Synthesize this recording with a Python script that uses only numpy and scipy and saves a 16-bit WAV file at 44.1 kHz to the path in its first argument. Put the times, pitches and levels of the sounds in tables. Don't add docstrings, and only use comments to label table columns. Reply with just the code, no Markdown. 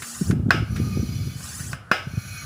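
import sys
import numpy as np
from scipy import signal
from scipy.fft import rfft, irfft
from scipy.io import wavfile
from scipy.ndimage import uniform_filter1d

SR = 44100
rng = np.random.default_rng(int(sys.argv[2]) if len(sys.argv) > 2 else 0)


def generate_wav(signal):
    frames = np.transpose(np.atleast_2d(signal))
    scaled = np.clip(frames, -1, 1) * 32767
    pcm = np.round(scaled).astype(np.int16)
    wavfile.write(sys.argv[1], SR, pcm)


N = 108045
T = np.arange(N) / SR


def amp(db):
    return 10 ** (np.asarray(db) / 20)


def unit(x):
    return x / np.sqrt(np.mean(abs(x) ** 2) + 1e-20)


def read(points, hz):
    freq_hz, value = np.transpose(points)
    return np.interp(np.log(hz + 1), np.log(np.maximum(freq_hz, 1)), value)


def add(mix, start_s, sound):
    part = mix[max(round(start_s * SR), 0):][:len(sound)]
    part += sound[:len(part)]


def noise(gain, size=512):
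    framing = dict(nperseg=size, noverlap=size - size // 4)
    hz, t, frames = signal.stft(rng.standard_normal(N), SR, **framing)
    return signal.istft(frames * gain(hz[:, None], t[None]), SR, **framing)[1][:N]


def coloured(spectrum):
    gain = amp(read(spectrum, np.fft.rfftfreq(N, 1 / SR)))
    return unit(irfft(rfft(rng.standard_normal(N)) * gain, N))


def smooth_noise(shape, widths):
    field = rng.standard_normal(shape)
    for axis, width in enumerate(widths):
        field = uniform_filter1d(field, max(round(width), 1), axis)
    return unit(field)


def reflected(x, echo_db, decay_s=0.01):
    t = T[:SR // 10]
    taps = rng.choice([-1., 1.], len(t)) * (rng.random(len(t)) < 1 / 20)
    taps *= np.exp(-t / decay_s) * (t > .001)
    taps *= amp(echo_db) / np.linalg.norm(taps)
    taps[0] = 1
    return signal.fftconvolve(x, taps / np.linalg.norm(taps))[:N]


def room_tone(level_db=-53):
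    # freq_hz, density_db
    spectrum = [(60, -11), (150, 8.5), (400, -3), (700, 0.5), (950, -7.5), (1400, 0), (2000, -16.5),
                (3000, -16), (5000, -20.5), (8000, -22), (11000, -21), (14000, -41), (15500, -27)]
    return amp(level_db) * coloured(spectrum)


def hum(length_s=0.27, pitch_hz=236.5, level_db=-43.5):
    swell = np.sin(np.pi * np.clip(T / length_s, 0, 1))
    return amp(level_db) * swell * np.sin(2 * np.pi * pitch_hz * T)


def rumble(gust_db=0.5, gust_s=0.018):
    # time_s, level_db
    envelope = [(0, -43), (.06, -82), (.17, -41.5), (.22, -37.5), (.29, -23.5), (.5, -29), (.58, -24),
                (.67, -35.5), (.72, -26.5), (.78, -27.5), (.82, -23.5), (1.0, -27.5), (1.07, -28.5),
                (1.28, -29.5), (1.32, -35.5), (1.47, -37.5), (1.51, -42), (1.63, -35.5), (1.72, -31.5),
                (1.87, -50), (2.03, -40), (2.23, -39.5), (2.33, -38), (2.4, -45.5), (2.45, -33)]
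    # freq_hz, density_db
    spectrum = [(20, -25), (40, -43), (65, -2), (95, 2.5), (140, -0.5), (220, -9), (350, -26.5), (550, -43),
                (1000, -54.5), (3000, -72)]

    def gain(hz, t):
        level_db = np.interp(t, *np.transpose(envelope))
        brighten_db = 0.41 * (level_db + 36.5) * np.log2(np.clip(hz, 120, 800) / 120)
        return unit(amp(read(spectrum, hz))) * amp(level_db + brighten_db)
    gusts = unit(uniform_filter1d(smooth_noise(N, [gust_s * SR]), size=300))
    return noise(gain, size=2048) * amp(gust_db * (gusts - .5))


def buffets(thump_rise_s=0.0069, flutter_rise_s=0.0059, sag=0.29):
    # start_s, level_db, centre_hz, flutter_db
    thumps = [(0.21, -12, 200, -12), (0.296, -16.5, 173, -4.5), (0.325, -14.5, 178, -3),
              (0.359, -23, 150, -8), (.392, -16.5, 118, -12), (0.43, -14.5, 129, -19.5),
              (.456, -17, 146, -3.5), (.479, -16.5, 228.6, -3.5), (.541, -23.5, 162, 1),
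              (0.599, -18, 107, -18), (0.618, -14.5, 109, -14), (.7, -20, 112.5, -21.5),
              (0.794, -26, 175, 0.5), (.866, -18.5, 148, -10), (0.968, -20, 162, 1.5), (.992, -14, 98, -12),
              (1.026, -24.5, 188, -2.5), (1.085, -23.5, 142, -17), (1.266, -24, 161, -13),
              (1.353, -23, 126, -38), (1.602, -22.5, 123.4, -29.5), (2.067, -20, 141, -20.5),
              (2.132, -22.5, 124, -21), (2.171, -14.5, 126, -20.5)]
    # freq_hz, density_db
    turbulence = [(30, -28), (70, -22.5), (200, 6), (330, 4.5), (480, -10), (700, -21), (1100, -45.5),
                  (3000, -75)]
    t = T[:SR // 10]
    thump_env, flutter_env = [(t / s * np.exp(1 - t / s)) ** 2 for s in (thump_rise_s, flutter_rise_s)]
    out = np.zeros(N)
    for start_s, level_db, centre_hz, flutter_db in thumps:
        pitch_hz = centre_hz * (1 + sag * (2 * .5 ** (t / thump_rise_s) - 1))
        thump = thump_env * np.sin(2 * np.pi * (np.cumsum(pitch_hz) / SR + rng.random()))
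        flutter = amp(flutter_db) * flutter_env * coloured(turbulence)[:len(t)]
        add(out, start_s, amp(level_db) * (thump + flutter))
    return out


def rub(start_s=1.735, length_s=0.18, level_db=-50.5, centre_hz=1420, width_hz=410):
    def gain(hz, t):
        band = unit(1 / (1 + (2 * (hz - centre_hz) / width_hz) ** 2))
        return band * (t > start_s) * (t < start_s + length_s)
    return amp(level_db) * noise(gain)


def pull(start_s, clear_s, speed_m_per_s, level_db):
    # freq_hz, density_db
    hiss = [(200, -18), (500, -12.5), (900, -9.5), (1250, -3), (1850, 0), (2150, -16), (2500, -6.5),
            (3800, -12), (4800, -3), (5700, -3.5), (7200, 2), (8000, -1.5), (10200, -2), (12500, -13),
            (13800, -19), (15100, -6.5), (16000, -15.5)]
    rise_s, sag_db_per_s, cut_db_per_s = 0.16, -16, -380
    reflection, loss_hz, sound_m_per_s = 0.49, 13400, 343
    flicker_db, flicker_width_hz, flicker_s = 3.5, 260, 0.02

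    def gain(hz, t):
        round_trip_s = 2 * speed_m_per_s * np.maximum(clear_s - t, 0) / sound_m_per_s
        echo = reflection * np.exp(-hz / loss_hz) * (t < clear_s)
        comb = np.sqrt(1 - echo ** 2) / abs(1 - echo * np.exp(-2j * np.pi * hz * round_trip_s))
        flicker = smooth_noise(comb.shape, [flicker_width_hz / hz[1, 0], flicker_s / t[0, 1]])
        return unit(amp(read(hiss, hz))) * comb * amp(flicker_db * flicker)
    rise = np.clip((T - start_s) / rise_s, 0, 1)
    sag_db = sag_db_per_s * np.maximum(T - start_s - rise_s, 0)
    cut_db = cut_db_per_s * np.maximum(T - clear_s, 0)
    return noise(gain) * rise * amp(level_db + sag_db + cut_db)


def push(stroke, start_s, full_s, end_s, level_db, tilt_db_per_oct):
    # freq_hz, density_db
    rush = [(200, -8), (450, -2.5), (750, -14), (950, -14), (1200, 2), (1700, 7.5), (1950, 4.5), (2500, 5),
            (3300, 0), (4300, 3), (5400, -2), (6000, -3), (7000, 0), (8100, -10.5), (8800, -11.5),
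            (9250, -5), (9800, -6), (10600, -10.5), (12000, -3), (13700, -17), (14700, -6.5), (15600, -5.5)]
    # centre_hz, width_hz, first_lift_db, second_lift_db
    resonances = [(1210, 38, 14, 15.5), (1394, 270, -18, 17.5), (2140, 28, 11, 10), (2264, 15, 16.5, 24.5),
                  (2490, 18, 13, 17.5), (3036, 16, 14.5, 9), (3470, 15, 14.5, 10), (4190, 20, 8.5, 14),
                  (4010, 23, 6.5, 9), (4425, 24, 15.5, 13.5), (4340, 32, 16.5, 17), (4890, 33, 18, 11),
                  (5230, 66, -4, 10.5), (5870, 90, 13.5, 13.5), (6620, 47, 4.5, 10), (10330, 140, 14.5, 16),
                  (11100, 110, 8, 12)]
    waver_db, waver_s = 3.5, 0.3
    swell_from_db, cut_db_per_s = -26, -56

    def gain(hz, t):
        wavers = np.clip(smooth_noise((len(resonances), t.size), [1, waver_s / t[0, 1]]), -2, 2)
        power = 1
        for (centre_hz, width_hz, *lift_db), waver in zip(resonances, wavers):
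            peak = max(amp(lift_db[stroke]) ** 2 - 1, 0) * amp(waver_db * waver) ** 2
            power = power + peak / (1 + (2 * (hz - centre_hz) / width_hz) ** 2)
        tilt_db = tilt_db_per_oct * np.log2(np.maximum(hz, 500) / 1000)
        return unit(amp(read(rush, hz) + tilt_db) * np.sqrt(power))
    swell_db = swell_from_db * np.maximum((full_s - T) / (full_s - start_s), 0) ** 2
    cut_db = cut_db_per_s * np.maximum(T - end_s, 0)
    return noise(gain, size=2048) * amp(level_db + swell_db + cut_db)


def jolt(pitch_ratio, rebound_s=0.0059, rebound_db=-10):
    # pitch_hz, level_db, rise_s
    modes = [(670, -14.5, 0.0011), (1119, -13.5, 0.0028), (1474, -5, 0.0012), (2560, -19, 0.0023),
             (4210, -49, 0.00047), (6240, -29, 0.00071)]
    t = T[:SR // 10]
    swing = sum(amp(db) * t / rise_s * np.exp(1 - t / rise_s) * np.sin(2 * np.pi * hz * pitch_ratio * t)
                for hz, db, rise_s in modes)
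    return swing + amp(rebound_db) * np.interp(t - rebound_s, t, swing, left=0)


def blow(ring_db, contact_spectrum, contact_s, contact_db, pitch_ratio=1):
    # pitch_hz, level_db, t60_s
    modes = [(1107, -37.5, 0.37), (1290, -28, 0.39), (1382, -14, 0.067), (1425, -24, 0.073),
             (1655, -19.5, 0.13), (1790, -26, 0.17), (2093, -30.5, 0.26), (2460, -32.5, 0.12),
             (2514, -56, 0.1), (2864, -34.5, 0.42), (5010, -33, .25), (5380, -67, 0.15), (5400, -29, 0.073)]
    # freq_hz, density_db
    wash_spectrum = [(180, -50), (300, -8.5), (454, -10), (798, -5.5), (990, -21.5), (1550, -2),
                     (1950, -27.5), (2090, -8), (2910, -11.5), (4630, -26.5), (5030, -12.5), (6350, -29.5),
                     (15000, -42), (15800, -28)]
    # freq_hz, t60_s
    room_decay = [(300, 0.31), (1500, 0.46), (5000, 0.37), (14000, 0.41)]
    wash_db, build_s = -23.5, 0.0049

    def wash_gain(hz, t):
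        return unit(amp(read(wash_spectrum, hz))) * amp(wash_db - 60 * t / read(room_decay, hz))
    t = T[:SR * 2 // 3]
    ring = sum(amp(db - 60 * t / t60_s) * np.sin(2 * np.pi * (hz * t + rng.random()))
               for hz, db, t60_s in modes)
    wash = noise(wash_gain, size=256)[:len(t)]
    out = amp(ring_db) * (ring + wash) * (1 - np.exp(-t / build_s))
    burst = np.minimum(t / (contact_s / 5), 1) * np.exp(-t / contact_s)
    out += amp(contact_db) * coloured(contact_spectrum)[:len(t)] * burst
    add(out, 0, jolt(pitch_ratio))
    return out


def sleeve(crack_s=0.0043):
    # start_s, level_db, pitch_ratio, ring_db, crack_db
    clacks = [(0.5061, -1, 1.0, 2.5, -8), (1.9142, -1, 1, 2.5, -10.5)]
    # freq_hz, density_db
    crack = [(120, -41), (200, 2), (788, -32.5), (1520, -1), (2080, -16), (4160, -17), (6690, -28.5),
             (13400, -43), (14700, -28), (15800, -44)]
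    # start_s, level_db, scrape_s, ring_db, scrape_db
    ticks = [(0.02, -31, 0.014, 1, 2.5), (0.3097, -20, 0.0056, -2.5, -7.5), (0.493, -45, 0.0036, 13, 1),
             (0.7596, -33.5, 0.016, 12, 1), (1.405, -31.5, 0.0033, -10, -12),
             (1.454, -32.5, 0.0016, -25, 0), (1.7308, -17.5, 0.0023, -0.5, -8.5)]
    # freq_hz, density_db
    scrape = [(200, 2), (800, -21.5), (1400, 3), (2000, 1), (2800, -6), (3600, -5.5), (6000, -9),
              (9000, -13.5), (15000, -21)]
    out = np.zeros(N)
    for start_s, level_db, pitch_ratio, ring_db, crack_db in clacks:
        add(out, start_s, amp(level_db) * blow(ring_db, crack, crack_s, crack_db, pitch_ratio))
    for start_s, level_db, scrape_s, ring_db, scrape_db in ticks:
        add(out, start_s, amp(level_db) * blow(ring_db, scrape, scrape_s, scrape_db))
    return out


def scene():
    # start_s, clear_s, speed_m_per_s, level_db
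    pulls = [(-.09, 0.296, 1.236, -36.5), (1.327, 1.723, 1.0, -37)]
    # start_s, full_s, end_s, level_db, tilt_db_per_oct
    pushes = [(.56, .85, 1.316, -41.5, 2.5), (1.97, 2.3, 2.6, -38.5, 3.14)]
    intake = reflected(sum(pull(*row) for row in pulls), echo_db=-5.5)
    outflow = reflected(sum(push(stroke, *row) for stroke, row in enumerate(pushes)), echo_db=0)
    mono = intake + outflow + sleeve() + rub() + rumble() + buffets() + hum() + room_tone()
    return np.array([mono, mono])


def record(dry):
    low_cut_hz, high_cut_hz = 49, 15560
    highpass = signal.butter(3, low_cut_hz, "highpass", fs=SR, output="sos")
    lowpass = signal.firwin(511, high_cut_hz, window=("kaiser", 9), fs=SR)
    clipped = np.clip(signal.sosfilt(highpass, dry), -1, 1)
    return signal.oaconvolve(clipped, lowpass[None], "same")


dry = scene()
out = record(dry)
generate_wav(out)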